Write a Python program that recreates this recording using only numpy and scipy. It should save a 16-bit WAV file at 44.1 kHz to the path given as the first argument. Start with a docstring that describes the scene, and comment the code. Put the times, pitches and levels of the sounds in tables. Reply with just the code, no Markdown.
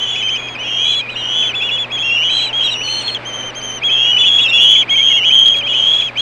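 """On a nest, close under a camera microphone, young ospreys beg with screams that overlap one another.
Each scream is a near-pure, slightly raspy whistle: scoop, hump, dip, climb and drop, built as a gliding
sine with harmonics and noise; yelps, squeals and chirps lie between. Below are road noise as coloured
noise, tyre whines as wavering sines, and mains hum. The camera's feed carries all of these twice,
68 ms apart, overloads on the peaks and crackles."""
import sys
import numpy as np
from scipy import signal
from scipy.fft import rfft, irfft
from scipy.io import wavfile
from scipy.ndimage import uniform_filter1d, minimum_filter1d

SR = 44100
rng = np.random.default_rng(int(sys.argv[2]) if len(sys.argv) > 2 else 0)


def store_wav(level_fs):
    """Save 16-bit WAV to argv[1]."""
    pcm = np.round(np.clip(np.atleast_2d(level_fs), -1, 1) * 32767)
    wavfile.write(sys.argv[1], SR, pcm.T.astype(np.int16))


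N = 273840
TIME = np.arange(N) / SR  # s


def undb(db):
    """Logarithmic level: decibels to amplitude gain."""
    return 10 ** (np.asarray(db) / 20)


def coloured(points):
    """Spectral shaping: white noise weighted by (Hz, dB) points on a log frequency axis, scaled to rms 1."""
    hz, db = np.transpose(points)
    bins = np.maximum(np.fft.rfftfreq(N, 1 / SR), 1)
    weights = undb(np.interp(np.log(bins), np.log(hz), db))
    noise = irfft(rfft(rng.standard_normal(N)) * weights, N)
    return noise / noise.std()


def waver(size, rate_hz):
    """Band-limited random modulation: low-passed noise of spread 1, mostly slower than rate_hz."""
    chance = rng.standard_normal(max(size, SR // 2))
    low_pass = signal.butter(2, min(rate_hz, SR / 4), fs=SR, output="sos")
    drift = signal.sosfilt(low_pass, chance)
    return drift[:size] / drift.std()


def progress(t, start, end):
    """Linear interpolation: 0 before start, 1 after end, a straight line between."""
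    return np.clip((t - start) / (end - start), 0, 1)


def moments(start, end, count=256):
    """Uniform sampling: evenly spaced times through a note."""
    return np.linspace(start, end, count)


def slide(s, length_s, hz, db, hz_per_s, db_per_s):
    """Linear glide: a contour (s, Hz, dB) sinks and fades away from time s; negative length leads up to s."""
    t = np.sort(moments(s, s + length_s))
    distance = np.abs(t - s)
    return t, hz - hz_per_s * distance, db - db_per_s * distance


# the low register lies BREAK_HZ under the note it joins
BREAK_HZ, SLIDE_HZ_PER_S, SLIDE_FADE_DB_PER_S = 752.5, 20600, 602.5
SCOOP_S, DROP_S, BREAK_GAP_S = .016, 0.013, .003


def low_register(start, end, first_hz, last_hz, scoop_db, drop_db):
    """Register break: the voice scoops up into a call and drops out of it across a jump in pitch."""
    if scoop_db is not None:
        yield slide(start - BREAK_GAP_S, -SCOOP_S, first_hz - BREAK_HZ, scoop_db,
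                    SLIDE_HZ_PER_S, SLIDE_FADE_DB_PER_S)
    if drop_db is not None:
        yield slide(end + BREAK_GAP_S, DROP_S, last_hz - BREAK_HZ, drop_db,
                    SLIDE_HZ_PER_S, SLIDE_FADE_DB_PER_S)


# the hump comes HUMP_S after the start, the crest FALL_S before the end
HUMP_S, FALL_S = 0.02813, .038
# the voice is softer as it enters, and ends under the crest
ENTRY_FADE_DB, FALL_HZ, FALL_FADE_DB = 4.5, 249.4, 4
# Screams of one common shape. Each row: start and end in seconds, entry depth under the hump in Hz
# (negative: from above), hump, dip and crest in Hz, dip in seconds after the start, bow of the climb
# (0 straight, positive early), hump, dip and crest levels in dB, overtone and rasp levels in dB against
# the fundamental, scoop and drop levels in dB (None: absent).
SCREAM_SHAPES = [(-0.079, 0.156, 130, 3300, 3295, 3397, 0.075, 0.25, -50.0, -35, -21, -20, -10.5, None, -20),
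                 (-0.0005, 0.3066, 235, 3115, 2840, 3144, 0.08, 0.1, -19.5, -36.5, -16.5, -21, -26, None, None),
                 (0.3, 0.483, 80, 3347, 3170, 3320, 0.069, 0.79, -26.5, -37, -29.0, -18.5, -19, -19, -23),
                 (0.59, 0.8843, 248, 3040, 2703, 3104, 0.075, 0.24, -23, -29, -22, -18.5, -25, None, None),
                 (0.631, 0.944, 187, 3284, 3162, 3386, 0.09, 0.15, -26, -20.9, -15.1, -26.5, -22.5, -29, -27),
                 (1.1547, 1.452, 58.5, 2882, 2900, 3127, 0.087, 0.25, -25.5, -25, -20, -18.5, -15.5, None, -30),
                 (1.164, 1.425, 168, 3183, 3090, 3423, 0.085, 0.17, -25.1, -26, -17, -32, -27, None, -19.5),
                 (1.921, 2.102, 77, 3360, 3150, 3310, 0.066, -0.12, -17.5, -22, -23.5, -24, -21, -21.5, -23.5),
                 (2.027, 2.3334, 181, 2777, 2730, 3190, 0.079, -0.16, -18.5, -15.5, -19.0, -24.5, -30, None, None),
                 (2.239, 2.396, 86, 3330, 3176, 3283, 0.073, 0.4, -18.5, -27, -17, -27.5, -19, -18, -22.5),
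                 (2.629, 2.9566, 176, 2812, 2828, 3088, 0.08, 0.1, -28.5, -27.5, -23, -12, -27, None, None),
                 (3.253, 3.439, 205, 3192, 3030, 3139, 0.077, 0.11, -24.5, -30.5, -25, -11.5, -36, -41, None),
                 (3.5543, 3.722, 120, 3200, 3025, 3127, 0.06, 0.34, -26.5, -33.5, -26, -6.5, -38, -33, -47),
                 (3.8377, 4.0613, 140, 3336, 3064, 3302, 0.074, 0.92, -12, -17.5, -14, -28, -27.5, -16.5, -24.5),
                 (3.878, 4.222, 18.5, 2560, 2637, 2985, 0.065, 1.02, -32.0, -28, -13, -26, -32, None, None),
                 (4.186, 4.3978, 99, 3460, 3210, 3370, 0.072, 1.06, -11, -15.5, -11.6, -29, -17.5, -14, -23.5),
                 (4.4397, 4.753, -190, 2645, 2750, 3155, 0.072, -0.094, -16.0, -15.5, -13, -27, -32, None, -18.5),
                 (4.532, 4.7618, 94, 3404, 3166, 3365, 0.079, 0.68, -10, -15.5, -10, -27, -19, -19, -23),
                 (4.8961, 5.1275, 190, 3308, 3080, 3267, 0.083, 1.23, -11.0, -15.5, -11, -24.5, -23.5, -21.5, None),
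                 (5.073, 5.44, 222, 2957, 2740, 3281, 0.072, 0.45, -17.5, -20.5, -10.5, -28.5, -48, None, None),
                 (5.251, 5.5422, 151, 3323, 3035, 3310, 0.067, -0.01, -11.5, -14.5, -14.5, -26.5, -23, -15.5, -19),
                 (5.6255, 5.9642, 399, 3237, 2870, 3389, 0.08, 0.1, -18.5, -21, -14.5, -35.5, -33.5, None, None),
                 (5.681, 6.016, 132.5, 3385, 3120, 3336, 0.069, 0.89, -18.5, -17.5, -17.5, -26.5, -13, -17.5, -20),
                 (6.1756, 6.4, 288, 3290, 3170, 3350, 0.08, 0.3, -12.5, -20.0, -20.0, -24, -16, -18.5, None)]


def screams():
    """Coupled frequency and amplitude modulation: pitch and level go through hump, dip, climb and fall."""
    for (start, end, entry_hz, hump_hz, dip_hz, crest_hz, dip_s, bow,
         hump_db, dip_db, crest_db, overtone_db, rasp_db, scoop_db, drop_db) in SCREAM_SHAPES:
        t = moments(start, end)
        entry = (1 - progress(t, start, start + HUMP_S)) ** 2
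        hump = np.cos(np.pi / 2 * progress(t, start + HUMP_S, start + dip_s)) ** 2
        climb = progress(t, start + dip_s, end - FALL_S)
        climb = climb + bow * climb * (1 - climb)
        fall = progress(t, end - FALL_S, end) ** 2.515
        hz = dip_hz + (hump_hz - dip_hz) * hump + (crest_hz - dip_hz) * climb
        hz = hz - entry_hz * entry - FALL_HZ * fall
        db = dip_db + (hump_db - dip_db) * hump + (crest_db - dip_db) * climb
        db = db - ENTRY_FADE_DB * entry - FALL_FADE_DB * fall
        frame = low_register(start, end, hump_hz, crest_hz, scoop_db, drop_db)
        for contour in [(t, hz, db), *frame]:
            yield overtone_db, rasp_db, contour


YELP_SAG_HZ, YELP_FADE_DB = 234, 6.5
YELP_OVERTONE_DB, YELP_RASP_DB = -30, -17
# Screams cut short after the hump. Each row: start and end in seconds, peak in Hz, place of the peak
# from 0 to 1, level at the peak in dB, scoop and drop levels in dB (None: absent).
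YELP_ARCHES = [ (1.554, 1.621, 3444, .25, -18, -16, -16), (1.713, 1.775, 3444, 0.41, -16, None, -22.5),
               (2.531, 2.636, 3290, .45, -15, -35, None)]


def yelps():
    """Parabolic glide: a single arch of pitch, loudest at its peak."""
    for start, end, hz, peak, db, scoop_db, drop_db in YELP_ARCHES:
        t = moments(start, end)
        sag = ((progress(t, start, end) - peak) / (1 - peak)) ** 2
        arch = t, hz - YELP_SAG_HZ * sag, db - YELP_FADE_DB * sag
        for contour in [arch, *low_register(start, end, hz, hz, scoop_db, drop_db)]:
            yield YELP_OVERTONE_DB, YELP_RASP_DB, contour


SQUEAL_SETTLE_S, SQUEAL_SWING_S, SQUEAL_SAG_S = 0.083, 0.145, 0.0088
SQUEAL_SWELL_S, SQUEAL_SWELL_DB = .03, 6.5
TUMBLE_S, TUMBLE_HZ_PER_S, TUMBLE_FADE_DB_PER_S = 0.026, 15000, 339
SQUEAL_OVERTONE_DB, SQUEAL_RASP_DB = -27, -12
# Squeals in the top register. Each row: start and end in seconds, onset, held pitch and closing sag
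# in Hz, level after the swell in dB, first pitch of the tumble in Hz, its first level in dB.
SQUEAL_FLIPS = [ (0.85, .943, 3860, 3985, 95, -27.5, 2630, -28),
                (1.102, 1.152, 3960, 3930, 450, -31.5, 2840, -36),
                (2.301, 2.42, 3915, 3980, 130, -21.5, 3010, -20.5),
                (2.638, 2.673, 3940, 3840, 170, -16, 2930, -17.5),
                (2.836, 3.078, 4410, 4268, 11, -24, 3383, -15.5),
                (4.416, 4.442, 3725, 3680, 160, -15.5, 2930, -25)]


def squeals():
    """Damped oscillation: the top register swells, swings onto its pitch, sags and breaks into a tumble."""
    for start, end, onset_hz, held_hz, sag_hz, db, tumble_hz, tumble_db in SQUEAL_FLIPS:
        t = moments(start, end)
        age = t - start
        swing = np.cos(2 * np.pi * age / SQUEAL_SWING_S) * np.exp(-(age / SQUEAL_SETTLE_S) ** 2)
        sag = sag_hz * np.exp((t - end) / SQUEAL_SAG_S)
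        hz = held_hz + (onset_hz - held_hz) * swing - sag
        swell = db - SQUEAL_SWELL_DB * np.exp(-age / SQUEAL_SWELL_S)
        tumble = slide(end + BREAK_GAP_S, TUMBLE_S, tumble_hz, tumble_db,
                       TUMBLE_HZ_PER_S, TUMBLE_FADE_DB_PER_S)
        for contour in [(t, hz, swell), tumble]:
            yield SQUEAL_OVERTONE_DB, SQUEAL_RASP_DB, contour


CHIRP_FADE_DB, CHIRP_OVERTONE_DB, CHIRP_RASP_DB = 3, -30, -18
# Short chirps and flicks. Each row: start and end in seconds, first, middle and last pitch in Hz,
# level at the middle in dB.
CHIRP_BENDS = [ (.15, .21, 2155, 2580, 2300, -28), (.328, .422, 2250, 2497, 2350, -29),
               (.552, .63, 2280, 2550, 2330, -30.5), (.785, .87, 2284, 2500, 2330, -29),
               (.995, 1.067, 2290, 2490, 2400, -27.5), (1.09, 1.106, 2515, 2894, 3040, -23),
               (1.624, 1.71, 2700, 2880, 2970, -22), (2.608, 2.634, 2863, 3020, 3120, -19),
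               (2.811, 2.827, 2410, 2630, 2770, -21), (4.387, 4.41, 2680, 2810, 2970, -14.5),
               (4.91, 4.958, 2210, 2200, 2400, -20), (5.103, 5.13, 2180, 2190, 2060, -24.5),
               (5.936, 5.952, 3410, 3970, 4050, -35), (6.195, 6.208, 4040, 4140, 4100, -30)]


def chirps():
    """Quadratic chirp: one smooth bend of pitch through three points, softer at both ends."""
    for start, end, first_hz, middle_hz, last_hz, db in CHIRP_BENDS:
        t = moments(start, end)
        u = 2 * progress(t, start, end) - 1  # -1 to 1 through the note
        slope = (last_hz - first_hz) / 2
        curve = (first_hz + last_hz) / 2 - middle_hz
        hz = middle_hz + slope * u + curve * u ** 2
        yield CHIRP_OVERTONE_DB, CHIRP_RASP_DB, (t, hz, db - CHIRP_FADE_DB * u ** 2)


EDGE_S = .0025  # fade at both ends of a note
STRAINED_ABOVE_HZ = 3550  # mean pitch that counts as the top register
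SECOND_TONE_HZ = 4030  # a weak second tone of the syrinx that mixes with the harmonics
# Harmonics 2 to 5 of the syrinx. Each entry: level in dB against the note's overtone level.
HARMONICS_DB = [1.5, -24, -35, -46]


def whistle(overtone_db, rasp_db, contour, air, hiss):
    """Harmonic synthesis of one register: a trembling sine, harmonics, sum tones and rasp, with its indices."""
    s, hz, db = contour
    at = np.flatnonzero((TIME > s[0] - EDGE_S) & (TIME < s[-1] + EDGE_S))
    t = TIME[at]
    pitch = np.interp(t, s, hz)
    edges = np.clip(np.minimum(t - t[0], t[-1] - t) / EDGE_S, 0, 1)
    effort = undb(np.interp(t, s, db)) * np.sin(np.pi / 2 * edges)
    # the top register is strained: it trembles more and hisses
    strain = float(hz.mean() > STRAINED_ABOVE_HZ)
    tremble = (0.023 + 0.18 * strain) * waver(len(t), rate_hz=56)  # radians
    effort = effort * (1 + (.06 + .14 * strain) * waver(len(t), rate_hz=140))
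    phase = 2 * np.pi * np.cumsum(pitch) / SR + tremble
    overtones = sum(undb(d) * np.sin(k * phase) for k, d in enumerate(HARMONICS_DB, 2))
    # the second tone adds thin sum tones above the first three harmonics
    second = 2 * np.pi * SECOND_TONE_HZ * t + .3 * waver(len(t), rate_hz=60)
    overtones = overtones + undb(-26) * np.sin(second + 2 * phase)
    overtones = overtones + undb(-42) * np.sin(second + 3 * phase)
    sum_tone = undb(-43) * np.sin(second + phase)
    # the overtones flutter in strength
    upper = undb(overtone_db) * overtones * (1 + 0.17 * waver(len(t), rate_hz=61))
    rasp = undb(rasp_db) * air[at] + strain * undb(-17) * hiss[at]
    tone = np.sqrt(2) * (np.sin(phase) + upper + sum_tone)
    return at, effort * (tone + rasp)


# Colour of the rasp in the throat. Each row: frequency in Hz, relative level in dB.
THROAT_COLOUR = [(1800, -31), (2500, 6), (3200, 10), (3800, -1.5), (4700, -21), (5700, -11), (6600, -14.5),
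                 (7600, -16.5), (8600, -31), (10000, -37.5), (12000, -49.5), (15000, -53)]


def birds():
    """Superposition: all notes add up, sharing one throat noise; registers meet at the breaks."""
    out, air = np.zeros(N), coloured(THROAT_COLOUR)
    hiss = coloured([(2000, -25), (3200, 15.0), (4800, -10.0), (6000, -4.5), (7000, -1),
                     (8200, -8), (9300, -49.5), (12000, -25.5), (15000, -44)])
    for overtone_db, rasp_db, contour in [*screams(), *yelps(), *squeals(), *chirps()]:
        at, sound = whistle(overtone_db, rasp_db, contour, air, hiss)
        out[at] += sound
    return out


ROAD_DB = -34.5  # rms, before the slow swell
# Spectrum of the distant road. Each row: frequency in Hz, relative level in dB per Hz.
ROAD_COLOUR = [(20, -1.5), (45, -5), (100, -4), (180, -2), (300, 0.5), (550, 3.5), (900, 1), (1600, -1.5),
               (2400, -0.5), (4000, -13), (6000, -28.5), (9000, -36), (12000, -52.5), (16000, -60.5)]


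def road():
    """Broadband noise: far traffic is an even rush that swells a little midway."""
    swell_db = np.interp(TIME, [0, 3.5, 6.2], [-.8, .8, -.6])
    level_db = ROAD_DB + swell_db + 0.57 * waver(N, rate_hz=4.3)
    return coloured(ROAD_COLOUR) * undb(level_db)


# Faint tyre whines from the highway. Each row: middle in seconds, length in seconds, pitch in Hz,
# rms level at the middle in dB.
WHINE_NOTES = [(1.501, 0.54, 1486, -47), (2.47, 0.13, 880, -41), (2.876, 0.2, 869, -47),
               (5.589, 0.23, 573, -43)]


def tyre_whines():
    """Phase modulation: passing tyres sing briefly on a wavering note under a bell-shaped envelope."""
    out = np.zeros(N)
    for middle_s, length_s, hz, db in WHINE_NOTES:
        swell = np.exp(-(2 * (TIME - middle_s) / length_s) ** 2)
        tone = np.sin(2 * np.pi * hz * TIME + waver(N, rate_hz=17))
        out += np.sqrt(2) * undb(db) * swell * tone
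    return out


# Partials of the mains hum. Each row: frequency in Hz, rms level in dB before the common hum gain.
HUM_PARTIALS = [(120, -47.5), (240, -49.5)]


def hum(hum_db):
    """Additive synthesis: mains hum on the microphone line is a sum of steady sines."""
    partials = sum(np.sqrt(2) * undb(db) * np.sin(2 * np.pi * hz * TIME) for hz, db in HUM_PARTIALS)
    return undb(hum_db) * partials


def scene():
    """Linear mixing: the birds over the road, the tyre whines and the hum."""
    return (birds() + road() + tyre_whines() + hum(hum_db=1.0))[None]


# Crackles of the feed. Each row: start in seconds, level at the onset in dB before the common gain.
CRACKLE_TICKS = [(5.46, -27), (5.4811, -25.5), (5.5628, -29), (5.5716, -27), (5.5864, -31), (5.9339, -43)]


def crackles(crackle_db, decay_s):
    """Exponential decay: brief bursts of broadband noise, strongest around the screams' own pitch."""
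    ticks = sum(undb(db) * (TIME >= s) * np.exp(-np.abs(TIME - s) / decay_s) for s, db in CRACKLE_TICKS)
    noise = coloured([(1000, -14.5), (2400, 10), (3300, 18.5), (4500, 2.5),
                      (6000, -13), (10000, -16.0), (15000, -35)])
    return undb(crackle_db) * ticks * noise


DOUBLING_S = 2999 / 44100  # delay of the second copy
TOP_HZ = 15800  # upper limit of the feed


def record(dry):
    """Comb interference and overload: a late copy beats with gliding whistles; limit, clip, crackle, cut the top."""
    late = np.pad(dry, ((0, 0), (round(DOUBLING_S * SR), 0)), mode="reflect")[:, :N]
    feed = dry + 0.96 * late
    # a fast limiter holds the loudest beats just over full scale, so only their tips clip
    ceiling = 1.13
    needed_gain = ceiling / np.maximum(np.abs(feed), ceiling)
    gain = uniform_filter1d(minimum_filter1d(needed_gain, size=60), size=60)
    feed = np.clip(feed * gain, -1, 1) + crackles(crackle_db=10.5, decay_s=0.0031)
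    return signal.sosfilt(signal.ellip(8, .2, 70, TOP_HZ, fs=SR, output="sos"), feed)


dry = scene()
out = record(dry)
store_wav(out)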